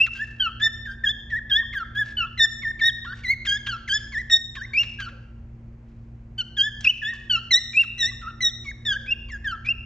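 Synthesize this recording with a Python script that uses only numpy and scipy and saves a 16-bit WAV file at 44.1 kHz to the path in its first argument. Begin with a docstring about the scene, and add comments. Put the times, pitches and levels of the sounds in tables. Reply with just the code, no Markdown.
"""In a hard-walled room, at a wooden nest box in a wire cage, a cockatiel sings two runs of short notes.
There are about four a second: peeps, slurs, chirps, scoops and warbles. Each is one gliding tone with
overtones, and some start or break off in a rasp made of chopped noise. The room rings after them.
Light ticks, rustles and dull scuffs are shaped noise; two faint low tones glide by, far off.
Behind it all a motor hums in wavering low tones, over the soft noise of the still room."""
import sys
import numpy as np
from scipy import signal
from scipy.fft import rfft, irfft, next_fast_len
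from scipy.io import wavfile
from scipy.ndimage import uniform_filter1d, map_coordinates

SR = 44100
rng = np.random.default_rng(int(sys.argv[2]) if len(sys.argv) > 2 else 0)


def dump(signal):
    """Clip the signal to [-1, 1] and save it as 16-bit WAV at the path in sys.argv[1]."""
    limited = np.clip(np.atleast_2d(signal).T, -1, 1)
    pcm = np.round(limited * 32767).astype(np.int16)
    wavfile.write(sys.argv[1], SR, pcm)


N = 434385
TIME = np.arange(N) / SR


def from_db(db):
    """Turn decibels into gain."""
    return 10 ** (np.asarray(db) / 20)


def rms_one(x):
    """Scale to an rms (average strength) of 1."""
    return x / np.sqrt(np.mean(np.abs(x) ** 2) + 1e-20)


def at_hz(points, hz):
    """Read a table between its points, with frequency on a log axis as the ear hears it."""
    at, value = np.transpose(points)
    return np.interp(np.log(np.maximum(hz, 1)), np.log(at), value)


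def bins(size):
    """Frequencies in the spectrum of that many samples."""
    return np.arange(size // 2 + 1) * SR / size


def noise(colour):
    """Steady noise whose spectrum follows the colour table; rms 1."""
    size = next_fast_len(N)
    spectrum = rfft(rng.standard_normal(size))
    return rms_one(irfft(spectrum * from_db(at_hz(colour, bins(size))), size)[:N])


def drift(rate):
    """Smooth random wandering that changes about rate times a second; rms 1."""
    knots = rng.standard_normal(N // 40)
    return rms_one(map_coordinates(knots, [TIME * rate], order=3, mode="wrap"))


def bursts(events, rise_s, fall_s):
    """Loudness curve that swells and dies away at each event (t/s, level/dB)."""
    out = np.zeros(N)
    for s, level_db in events:
        start = max(int(s * SR), 0)
        age = TIME[:min(SR // 2, N - start)]
        rise = np.minimum(age / rise_s, 1)
        fall = np.exp(-np.maximum(age - rise_s, 0) / fall_s)
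        out[start:start + len(age)] += from_db(level_db) * rise * fall
    return out


def ease(share):
    """Smooth step from 0 to 1."""
    return np.sin(np.pi / 2 * np.clip(share, 0, 1)) ** 2


def glide(s, pitch, fade_s):
    """One gliding tone: its samples, its pitch, its phase (pitch added up), and a gate with soft edges."""
    span = slice(max(int((s[0] - fade_s) * SR), 0), int((s[-1] + fade_s) * SR))
    t = TIME[span]
    hz = uniform_filter1d(np.interp(t, s, pitch), size=220, mode="nearest")
    gate = ease(np.minimum(t - t[0], t[-1] - t) / (2 * fade_s))
    return span, hz, 2 * np.pi * np.cumsum(hz) / SR, gate


# motor hum, one row per tone: (f/Hz, rms level before the swell/dB, unsteadiness 0-1)
HUM_TONES = [(36, -53, 0.09), (56.7, -46, 0.6), (82.7, -51, 0.8), (116, -46, 0.6), (186.5, -68.5, .6),
             (229.8, -52, .12), (296, -71, .5), (344.4, -66, .3)]
# the lowest hum tones swell and sink: (t/s, change of level/dB)
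HUM_SWELL = [(0, -1.5), (1.5, 1.5), (3.2, -1), (4.8, 0), (7.6, -5), (9.8, 4.5)]


def motor_hum(waver_rate=14, swell_below_hz=100):
    """Low motor tones, each wavering in strength and phase."""
    out = np.zeros(N)
    swell_db = np.interp(TIME, *np.transpose(HUM_SWELL))
    for hz, level_db, unsteady in HUM_TONES:
        swing = rms_one(1 + unsteady * (drift(waver_rate) + 1j * drift(waver_rate)))
        turning = np.exp(2j * np.pi * (hz * TIME + rng.random()))
        tone = np.sqrt(2) * np.real(swing * turning)
        out += from_db(level_db + swell_db * (hz < swell_below_hz)) * tone
    return out


# colour of the still room's noise: (f/Hz, relative level per Hz/dB)
AIR_COLOUR = [(22, -20), (40, 0.5), (90, -5.5), (135, -4.5), (180, -13.5), (300, -18), (500, -24),
              (1000, -31), (2400, -37), (3500, -50), (7000, -53.5), (10000, -74), (15000, -80)]
# how alike left and right are in that noise: (f/Hz, likeness from -1 to 1)
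LIKENESS = [(100, 1), (300, 0.97), (600, 0.7), (1500, 0.14), (8000, 0.72)]


def still_air(level_db=-49):
    """Dull room noise, alike in both channels in the bass and less so higher up."""
    size = next_fast_len(N)
    alike = np.clip(at_hz(LIKENESS, bins(size)), -1, 1)

    def part(share):
        return irfft(rfft(noise(AIR_COLOUR), size) * np.sqrt(share), size)[:N]

    mid, side = part((1 + alike) / 2), part((1 - alike) / 2)
    return from_db(level_db) * np.array([mid + side, mid - side])


# The five kinds of note. Each glides from an entry pitch to a turning pitch, on to a late pitch,
# then hooks off to its end pitch. Levels are relative: shape and resonances are added later.
# Columns of all five: (start t/s, length/s, entry f/Hz, turning f/Hz, late f/Hz, end f/Hz,
#   share of the length at the turn, fundamental level/dB, its swell over the note/dB, octave level/dB,
#   its swell/dB, its bloom in mid-note/dB, lift of the middle overtones/dB, lift of the highest/dB)
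# high, almost pure peeps
PEEPS = [(0.001, 0.062, 2558, 2780, 2686, 2600.0, 0.53, -14.5, -9, -35.5, -7, 9.5, 4.5, 7),
         (4.735, 0.1, 2194, 2385, 2830, 2730, 0.13, -17, -11.5, -29.5, -2.0, 8, -7, 4),
         (6.845, 0.068, 2770, 2462, 2980, 2640.0, 0.23, -14.5, 2, -30, -21, -4, -3.5, -1),
         (7.73, 0.098, 2385, 2395, 2801, 2555, 0.13, -15.0, 6.5, -47, 10, -4, 12, 7.5),
         (9.06, 0.078, 2163, 2474, 2801, 2750.0, 0.3, -24.5, 16.5, -43, 12.5, 11, -6, -4),
         (9.647, 0.079, 2290, 2493, 2770, 2810, 0.3, -23, 3, -43, 2.5, 14.5, -9, -2)]
# slurs that mostly fall
SLURS = [(0.398, 0.1, 1597, 1504, 1316, 1294, 0.35, -21.5, 1, -26, -8.5, 4, -8, 4.5),
         (1.728, 0.11, 2168, 1629, 1372, 1260, 0.37, -23.5, 6, -45, 3.5, 17.5, -2.5, 19),
         (2.17, 0.091, 1528, 1357, 1302, 1427, 0.67, -23, 1.5, -25.5, -1, -1.5, -11.5, 6),
         (3.662, 0.11, 1514, 1646, 1337, 1412, 0.18, -26, 2.5, -37.0, -7.0, 1, 3.5, -7),
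         (4.988, 0.11, 1633, 1481, 1362, 1654, 0.6, -28.0, -9.5, -42.5, 6.5, 12, 0.5, -4.0),
         (6.38, 0.05, 1518, 1522, 1392, 1558, 0.42, -31, -3.5, -26.5, 1, 7, 4, -11.0),
         (7.298, 0.098, 1565, 1456, 1332, 1425, 0.39, -24.5, -6.5, -22, -5, 1.5, 1.5, -5.0),
         (8.852, 0.12, 1832, 1655, 1527, 1734, 0.47, -25.5, 9, -25, -11.5, 8, 2, -5),
         (9.443, 0.12, 1800, 1560, 1336, 1305, 0.44, -24, -1, -38.5, -6.5, 22.5, -2, 10)]
# loud, bright chirps that settle on a held pitch
CHIRPS = [(0.598, 0.086, 1677, 1807, 1787, 1790, 0.54, -23.5, 13, -17, 15.0, 10, -1.5, 3.5),
          (2.376, 0.086, 2055, 1795, 1810, 1768, 0.38, -20, 9, -14, 12, -0.5, -0.5, -3.5),
          (2.792, 0.11, 2344, 1771, 1878, 1618, 0.25, -19, 2, -20.5, 24.5, -1, -5.5, 5.5),
          (4.298, 0.087, 1878, 1836, 1851, 1824, 0.28, -24, -8.5, -7.5, -5, 14, 6, -2),
          (7.508, 0.088, 2080, 1842, 1973, 2010.0, 0.37, -20.0, -4.0, -6.5, -12.5, 3.5, 6, -6),
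          (7.98, 0.14, 1993, 1809, 2010, 1720.0, 0.48, -28.5, -6.5, -20, -33.5, 10.5, 8, -8.5),
          (8.406, 0.094, 2054, 1867, 1854, 1744, 0.5, -29, -20.5, -15, 4, 2, 9.5, 0.5)]
# scoops that mostly dip and climb again
SCOOPS = [(0.15, 0.1, 1598, 1564, 1771, 1720, .25, -27.5, 10.5, -54, -5, -6, 2, 14),
          (1.038, 0.08, 1784, 1626, 1743, 1728, .5, -26, -13.5, -19.5, 24, 7, -2.5, 4.5),
          (1.497, 0.13, 1783, 1592, 1833, 1702, .2, -23.5, 10, -20.5, -25, 17, -8, 8),
          (1.95, 0.086, 1627, 1735, 1681, 1616, .63, -22.5, 3.5, -32.5, 2.5, 3.5, -6.5, 13),
          (3.45, 0.129, 2216, 1595, 1654, 1793, .22, -25.5, -1.5, -26, 4, 0, 8, 6),
          (3.877, 0.104, 2186, 1544, 1722, 1756, .19, -24, 3, -25, 18, 3.5, 12, -0.5),
          (6.568, 0.13, 1697, 1577, 1730, 1700, .17, -24.5, -1, -22, -15.5, 7, 4.5, -2),
          (7.018, 0.12, 1810, 1670, 1887, 1740, .2, -24.5, -5, -31, -8.5, 12, -4.5, 5)]
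# soft warbles between the louder notes
WARBLES = [(0.853, 0.1, 1830, 1589, 1595, 1700, .32, -30, -9, -58.5, -3, 1, 2, 14),
           (1.3, 0.094, 1930, 1702, 1923, 1684, .48, -23.5, -1.5, -52, 4, 0, -5, 13.5),
           (2.62, 0.097, 2230, 1768, 1826, 1770, .46, -25, 0.5, -52.5, 3, 0, 0, 14.5),
           (3.045, 0.098, 1880, 1377, 1508, 1920, .26, -24.5, -2, -61, 0.5, -10, -2.5, 8),
           (3.235, 0.11, 2280, 1957, 2193, 1990, .26, -20, 5.5, -26, 3, 19, 1.5, 13.5),
           (4.122, 0.099, 2234, 1740, 2010, 1770, .45, -24.5, -2.5, -46.5, -5.5, 1.5, 5, 5),
           (4.55, 0.106, 1900, 1495, 1915, 2160, .52, -28.5, 0.5, -56.5, 0, -13, 2.5, 0),
           (8.213, 0.1, 1400, 1270, 1387, 1340, .41, -26.5, -1.5, -59, 18, -2, -9, -5),
           (8.643, 0.075, 2300, 2216, 2190, 1630, .4, -32, 4.5, -58.5, 3.5, -7.5, 6.5, 7),
           (9.285, 0.091, 2330, 1760, 1630, 1680, .5, -35.5, -1, -58, -14.5, 0, 11, 11)]
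# attack, hold and release of each kind: (share of the length, fundamental level/dB, octave level/dB)
PEEP_SHAPE = [(0.0, -15.5, -8), (0.12, -9, -13.5), (0.3, 0.5, -8), (0.6, -4, 0.0), (0.85, -3.0, -0.5),
              (1.0, -18.5, -7.5)]
SLUR_SHAPE = [(0.0, -12.5, -7.5), (0.12, -8, 0.0), (0.3, -1, -0.5), (0.6, -0.5, -4), (0.85, -2.5, -14.0),
              (1.0, -8.5, -24)]
CHIRP_SHAPE = [(0.0, -12, -24), (0.12, -5.5, -10.0), (0.3, -1, -1.0), (0.6, 1, 1.5), (0.85, 0.5, -1),
               (1.0, -19.0, -20)]
SCOOP_SHAPE = [(0.0, -11.5, -15.0), (0.12, -6.5, -8), (0.299, -4.5, 0.5), (0.6, -1.5, -2), (0.85, -1, -8.5),
               (1.0, -14.5, -12.5)]
WARBLE_SHAPE = [(0.0, -16.5, -1.5), (0.12, -11, -4), (0.301, -5.0, -2.5), (0.599, 0.5, -1),
                (0.85, -4.5, -1.5), (1.0, -11, -9)]
# the voice catches for an instant: (t/s, dip of the pitch as a share, dip of the level/dB)
CATCHES = [(1.058, 0, 4), (1.608, -.04, 9), (1.795, 0.00081, 7), (2.804, -0.0015, 10), (3.277, .02, 13.5),
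           (4.767, 0.087, 4), (6.863, 0.018, 6), (7.76, .03, 3), (9.104, 0.033, 9.5), (9.684, 0.029, 3.5)]


def song(grid_size=80, hook_share=.8, catch_s=0.0038):
    """Each note as times, pitch, levels of fundamental and octave, and the two overtone lifts."""
    share = np.linspace(0, 1, grid_size)
    # the closing hook begins at hook_share of the note
    hook = np.clip((share - hook_share) / (1 - hook_share), 0, 1) ** 2
    catch_at, catch_dip, catch_db = np.transpose(CATCHES)
    kinds = [(PEEPS, PEEP_SHAPE), (SLURS, SLUR_SHAPE), (CHIRPS, CHIRP_SHAPE),
             (SCOOPS, SCOOP_SHAPE), (WARBLES, WARBLE_SHAPE)]
    for notes, shape in kinds:
        at, first_shape, second_shape = np.transpose(shape)
        for (start, length, entry_hz, turn_hz, late_hz, end_hz, turn,
             first_db, first_swell, second_db, second_swell, bloom, middle_db, top_db) in notes:
            s = start + length * share
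            onward = (share - turn) / max(hook_share - turn, 1 / grid_size)
            pitch = entry_hz + (turn_hz - entry_hz) * ease(share / turn)
            pitch += (late_hz - turn_hz) * ease(onward) + (end_hz - late_hz) * hook
            first = first_db + first_swell * (share - .5) + np.interp(share, at, first_shape)
            second = second_db + second_swell * (share - .5) + np.interp(share, at, second_shape)
            second -= bloom * (2 * share - 1) ** 2
            caught = np.exp(-((s[:, None] - catch_at) / catch_s) ** 2)
            dip_db = caught @ catch_db
            yield s, pitch * (1 - caught @ catch_dip), first - dip_db, second - dip_db, middle_db, top_db


# throat and beak, as they colour the overtones above the octave: (f/Hz, level/dB)
THROAT = [(3800, -31), (4400, -5), (4900, -28.5), (5500, -13.5), (6300, -22.5), (7300, -16.5), (8200, -34),
          (9200, -52.5), (10200, -31), (11200, -23), (12400, -31), (13800, -27), (15500, -34)]
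# resonances of beak and nest box that fundamental and octave slide through: (f/Hz, level/dB)
BOX = [(1200.0, -24), (1330.0, 1), (1480.0, -11), (1620.0, 3), (1800.0, 5.5), (1950.0, -2), (2100.0, 6.5),
       (2330.0, -2.3), (2490.0, -3), (2620.0, 10), (2900.0, 5.5), (3120.0, 9), (3300.0, 6), (3500.0, 2.5),
       (3680.0, 0.7), (3900.0, -2.3), (4300.0, -3.5)]
# colour of the air in the voice, and of the rasp: (f/Hz, relative level per Hz/dB)
RASP_COLOUR = [(400, -30.5), (900, -23), (1300, -0.5), (2600, 3), (3800, -2), (4900, -13.5), (6000, -12),
               (7600, -21), (9200, -59), (11500, -46.5), (15000, -61)]


def whistle(fade_s=0.0022, jitter_rad=0.15, weak_jitter_rad=0.28, steady_db=-22, sag=0.022, sag_s=0.0028,
            wander=0.0057, wander_rate=60, shimmer_db=2.34, overtone_flutter_db=4.0, slope_db=-5.5,
            fundamental_db=0.22, octave_db=-0.3, air_db=-54, full_drive_db=2.5,
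            middle_fade=.08, top_fade=0.69, top_hz=9000, count=8):
    """The voice organ makes one gliding tone per note; its partials swell as they cross the resonances."""
    out, effort = np.zeros(N), np.zeros(N)
    waver, shake, stray = jitter_rad * drift(180), drift(420), wander * drift(wander_rate)
    flutter = [drift(130) for k in range(count)]
    for s, pitch, first_db, second_db, middle_db, top_db in song():
        span, hz, phase, gate = glide(s, pitch, fade_s)
        t = TIME[span]
        # the pitch strays a little and sags as the pressure ends
        end_sag = sag * np.exp(np.minimum(t - s[-1], 0) / sag_s)
        hz = hz * (1 + stray[span] - end_sag)
        first = np.interp(t, s, first_db) + at_hz(BOX, hz) + fundamental_db
        second = np.interp(t, s, second_db) + at_hz(BOX, 2 * hz) + octave_db
        # a weakly blown tone shakes
        weakness = np.clip((steady_db - np.maximum(first, second)) / 10, 0, 1)
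        phase = 2 * np.pi * np.cumsum(hz) / SR + waver[span] + weak_jitter_rad * weakness * shake[span]
        levels = [first + shimmer_db * flutter[0][span], second + shimmer_db * flutter[1][span]]
        # upper overtones grow with the lower two; the highest fade most away from the note's height
        drive = (first + second) / 2
        slack_db = np.maximum(drive.max() - drive - full_drive_db, 0)
        middle_lift, top_lift = middle_db - middle_fade * slack_db, top_db - top_fade * slack_db
        for k, wobble in enumerate(flutter[2:], 3):
            lift = np.where(k * hz < top_hz, middle_lift, top_lift)
            colour = at_hz(THROAT, k * hz) + lift
            levels.append(drive + slope_db * (k - 3) + colour + overtone_flutter_db * wobble[span])
        for k, level_db in enumerate(levels, 1):
            strength = uniform_filter1d(from_db(level_db), size=110, mode="nearest")
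            out[span] += gate * strength * np.sin(k * phase) * (k * hz < SR / 2)
        effort[span] = gate * np.sqrt(from_db(first) + from_db(second))
    breath = from_db(air_db) * effort * noise(RASP_COLOUR)
    return out + breath


# the voice turns rough: (t/s, level/dB)
RASPS = [(0.06, -31.5), (1.732, -45.5), (3.45, -33), (3.664, -29.5), (3.879, -39.5), (4.55, -34.5),
         (4.827, -32.5), (4.998, -33), (5.084, -46), (6.845, -34), (7.83, -35), (9.655, -40)]


def rasp(onset_db=-36, onset_follows=.55, flap_hz=620, flap_spread=0.25, depth=0.28):
    """As a note starts or breaks, the membranes flap unevenly and chop the air into puffs."""
    onsets = []
    for s, pitch, first, second, *lifts in song():
        loudest_db = np.maximum(first, second).max()
        onsets.append((s[0], onset_db + onset_follows * loudest_db))
    envelope = bursts(RASPS, rise_s=0.0066, fall_s=0.0084) + bursts(onsets, rise_s=0.0027, fall_s=0.013)
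    uneven_hz = flap_hz * (1 + flap_spread * drift(200))
    flaps = 1 + depth * np.sin(2 * np.pi * np.cumsum(uneven_hz) / SR)
    return envelope * rms_one(flaps * noise(RASP_COLOUR))


# some high notes end by collapsing about an octave: (t/s, level/dB)
COLLAPSES = [(0.062, -31), (7.826, -38.5)]


def collapses(length_s=.025, from_hz=2650, to_hz=1210, glide_s=0.0078, octave_db=-19):
    """The tension lets go at the end of a peep and the tone plunges."""
    out, age = np.zeros(N), TIME[:int(length_s * SR)]
    pitch = to_hz + (from_hz - to_hz) * np.exp(-age / glide_s)
    for s, level_db in COLLAPSES:
        span, hz, phase, gate = glide(s + age, pitch, fade_s=0.001)
        tone = np.sin(phase) + from_db(octave_db) * np.sin(2 * phase)
        out[span] += gate * from_db(level_db) * tone
    return out


# feathers and feet rustle as the bird shifts: (t/s, level/dB)
RUSTLES = [(0.1, -50.5), (2.02, -53.5), (3.12, -56), (3.88, -55), (4.78, -52), (5.85, -75), (6.8, -49),
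           (7.1, -58), (8.85, -66.5)]


def rustle(grain_db=3.2, grain_rate=120):
    """Soft, uneven brushing in the middle treble: noise whose level flickers."""
    # (f/Hz, relative level per Hz/dB)
    colour = [(500, -8), (1000, -11.5), (2000, -1), (3000, 0.0), (6300, -10), (7800, -15), (9300, -45)]
    grain = from_db(grain_db * drift(grain_rate))
    return bursts(RUSTLES, rise_s=0.055, fall_s=0.11) * grain * noise(colour)


# light ticks of beak or claw: (t/s, level/dB)
TICKS = [(0.136, -44.5), (6.808, -37), (7.137, -45)]
# their colour: (f/Hz, relative level per Hz/dB)
TICK_COLOUR = [(500, -15.5), (1500, -6), (4000, -6), (6200, -0.5), (8000, -10.5), (9300, -42),
               (15000, -44.5)]


def ticks():
    """Small hard contacts that die within milliseconds."""
    return bursts(TICKS, rise_s=.0005, fall_s=0.0046) * noise(TICK_COLOUR)


# the voice cracks down to about half its pitch: (t/s, level/dB)
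CRACKS = [(1.626, -44), (8.112, -46), (1.733, -43), (2.265, -46), (2.626, -46.5), (3.045, -39),
          (3.118, -44.5), (3.668, -41.5), (4.122, -48.5), (4.566, -36.5), (5.0, -44.5), (5.08, -48),
          (7.128, -45), (8.648, -46.5), (9.286, -49), (9.548, -51.5)]


def cracks(half_pitch_hz=1130, unsteady=.04, third_db=-3):
    """For a moment every second swing differs, which sounds the half pitch and its third harmonic."""
    phase = 2 * np.pi * np.cumsum(half_pitch_hz * (1 + unsteady * drift(250))) / SR
    odd = np.sin(phase) + from_db(third_db) * np.sin(3 * phase)
    return bursts(CRACKS, rise_s=0.0067, fall_s=0.009) * odd


# dull scuffs, probably feet on the floor of the box: (t/s, level/dB)
SCUFFS = [(2.03, -64), (3.7, -64), (4.56, -65), (4.77, -52.5), (5.07, -63.5), (7.1, -66), (7.76, -64)]


def scuffs():
    """Short, low brushing on wood."""
    # (f/Hz, relative level per Hz/dB)
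    colour = [(250, -20), (450, -2), (620, 0), (900, -7), (1500, -22), (4000, -55)]
    return bursts(SCUFFS, rise_s=.015, fall_s=.05) * noise(colour)


# two faint low tones glide by, far off; each is a list of points: (t/s, f/Hz, level/dB)
FAR_TONES = [
    [(5.07, 471, -61), (5.15, 540, -55), (5.24, 575, -66)],
    [(8.8, 399.6, -58.5), (8.95, 531, -59), (9.08, 518, -60.5), (9.23, 410, -64)],
]


def far_tones(blur_rad=1.8):
    """Faint glides, blurred by distance: their phase wanders."""
    out = np.zeros(N)
    for tone in FAR_TONES:
        s, pitch, level_db = np.transpose(tone)
        span, hz, phase, gate = glide(s, pitch, fade_s=0.057)
        strength = from_db(np.interp(TIME[span], s, level_db))
        out[span] += gate * strength * np.sin(phase + blur_rad * drift(45)[span])
    return out


def near_walls(x, echo_db=-17, gap_s=0.0024, fall_s=0.006):
    """Quick reflections off box and cage; they beat against a gliding tone and leave a held one smooth."""
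    age = TIME[:SR // 20]
    echoes = rng.standard_normal(len(age)) * np.exp(-age / fall_s) * (age > gap_s)
    return x + from_db(echo_db) * signal.fftconvolve(x, echoes / np.linalg.norm(echoes))[:N]


# how long the room rings: (f/Hz, time to fall by 60 dB/s)
ROOM_T60 = [(500, 0.95), (1800, 0.7), (3500, 0.75), (6000, .66), (11000, 0.23), (15000, .25)]
# strength of that ring: (f/Hz, level/dB)
ROOM_DB = [(500, -9), (1800, -14), (3500, -19), (6000, -14.5), (11000, -20.5), (15000, -18.5)]


def room_response(gap_s=0.0043, build_s=0.035):
    """Dense reflections that build up, then die band by band; the treble goes first."""
    age = TIME[:SR]
    build = 1 - np.exp(-np.maximum(age - gap_s, 0) / build_s)
    edges = np.geomspace(400, 16000, 11)
    white, out = rng.standard_normal((2, SR)), np.zeros(SR)
    for k, (low, high) in enumerate(zip(edges, edges[1:])):
        centre = np.sqrt(low * high)
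        decay = build * from_db(-60 * age / at_hz(ROOM_T60, centre))
        band_filter = signal.butter(2, [low, high], "band", fs=SR, output="sos")
        band = signal.sosfilt(band_filter, white[k % 2])  # neighbouring bands use different noise
        out += band * decay / np.sqrt(np.sum(decay ** 2)) * from_db(at_hz(ROOM_DB, centre))
    return out


# phase between the two microphone ports: (f/Hz, lead of the left/radians)
PORT_PHASE = [(500, 0.91), (1700, 0.14), (2700, 0.61), (3700, 0.76), (5500, 0.82), (7200, 1.35),
              (10500, 2.2), (13000, 0)]


def in_room(x, width_db=-7):
    """Sound reaches the left port first; the ring of the room comes from all round."""
    size = next_fast_len(N + SR)
    source = rfft(x, size)
    lead = np.exp(.5j * at_hz(PORT_PHASE, bins(size)))  # half the phase on each side
    mid = source * (1 + rfft(room_response(), size))
    side = source * rfft(room_response(), size) * from_db(width_db)
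    return irfft(np.array([mid * lead + side, mid / lead - side]), size)[:, :N]


def scene():
    """Bird and cage in the room, over hum and still air."""
    background = motor_hum() + still_air()
    bird = near_walls(whistle() + rasp() + collapses() + cracks())
    return in_room(bird + rustle() + ticks() + scuffs() + far_tones()) + background


def gain_control(x, threshold_db=-18, squeeze=0.38, release_db_per_s=12):
    """Loud notes turn the gain down almost at once; it creeps back afterwards."""
    power = uniform_filter1d(np.mean(x, axis=0) ** 2, size=220)
    cut_db = squeeze * np.maximum(10 * np.log10(np.abs(power) + 1e-12) - threshold_db, 0)
    # hold the largest cut so far, less what has been released since
    release_db = release_db_per_s * TIME
    held_db = np.maximum.accumulate(cut_db + release_db) - release_db
    return x * from_db(-uniform_filter1d(held_db, size=110))


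def record(dry, cutoff_hz=15300):
    """Gain control, then the top is cut steeply."""
    top_cut = signal.ellip(10, .1, 80, cutoff_hz, fs=SR, output="sos")
    return signal.sosfilt(top_cut, gain_control(dry))


dry = scene()
out = record(dry)
dump(out)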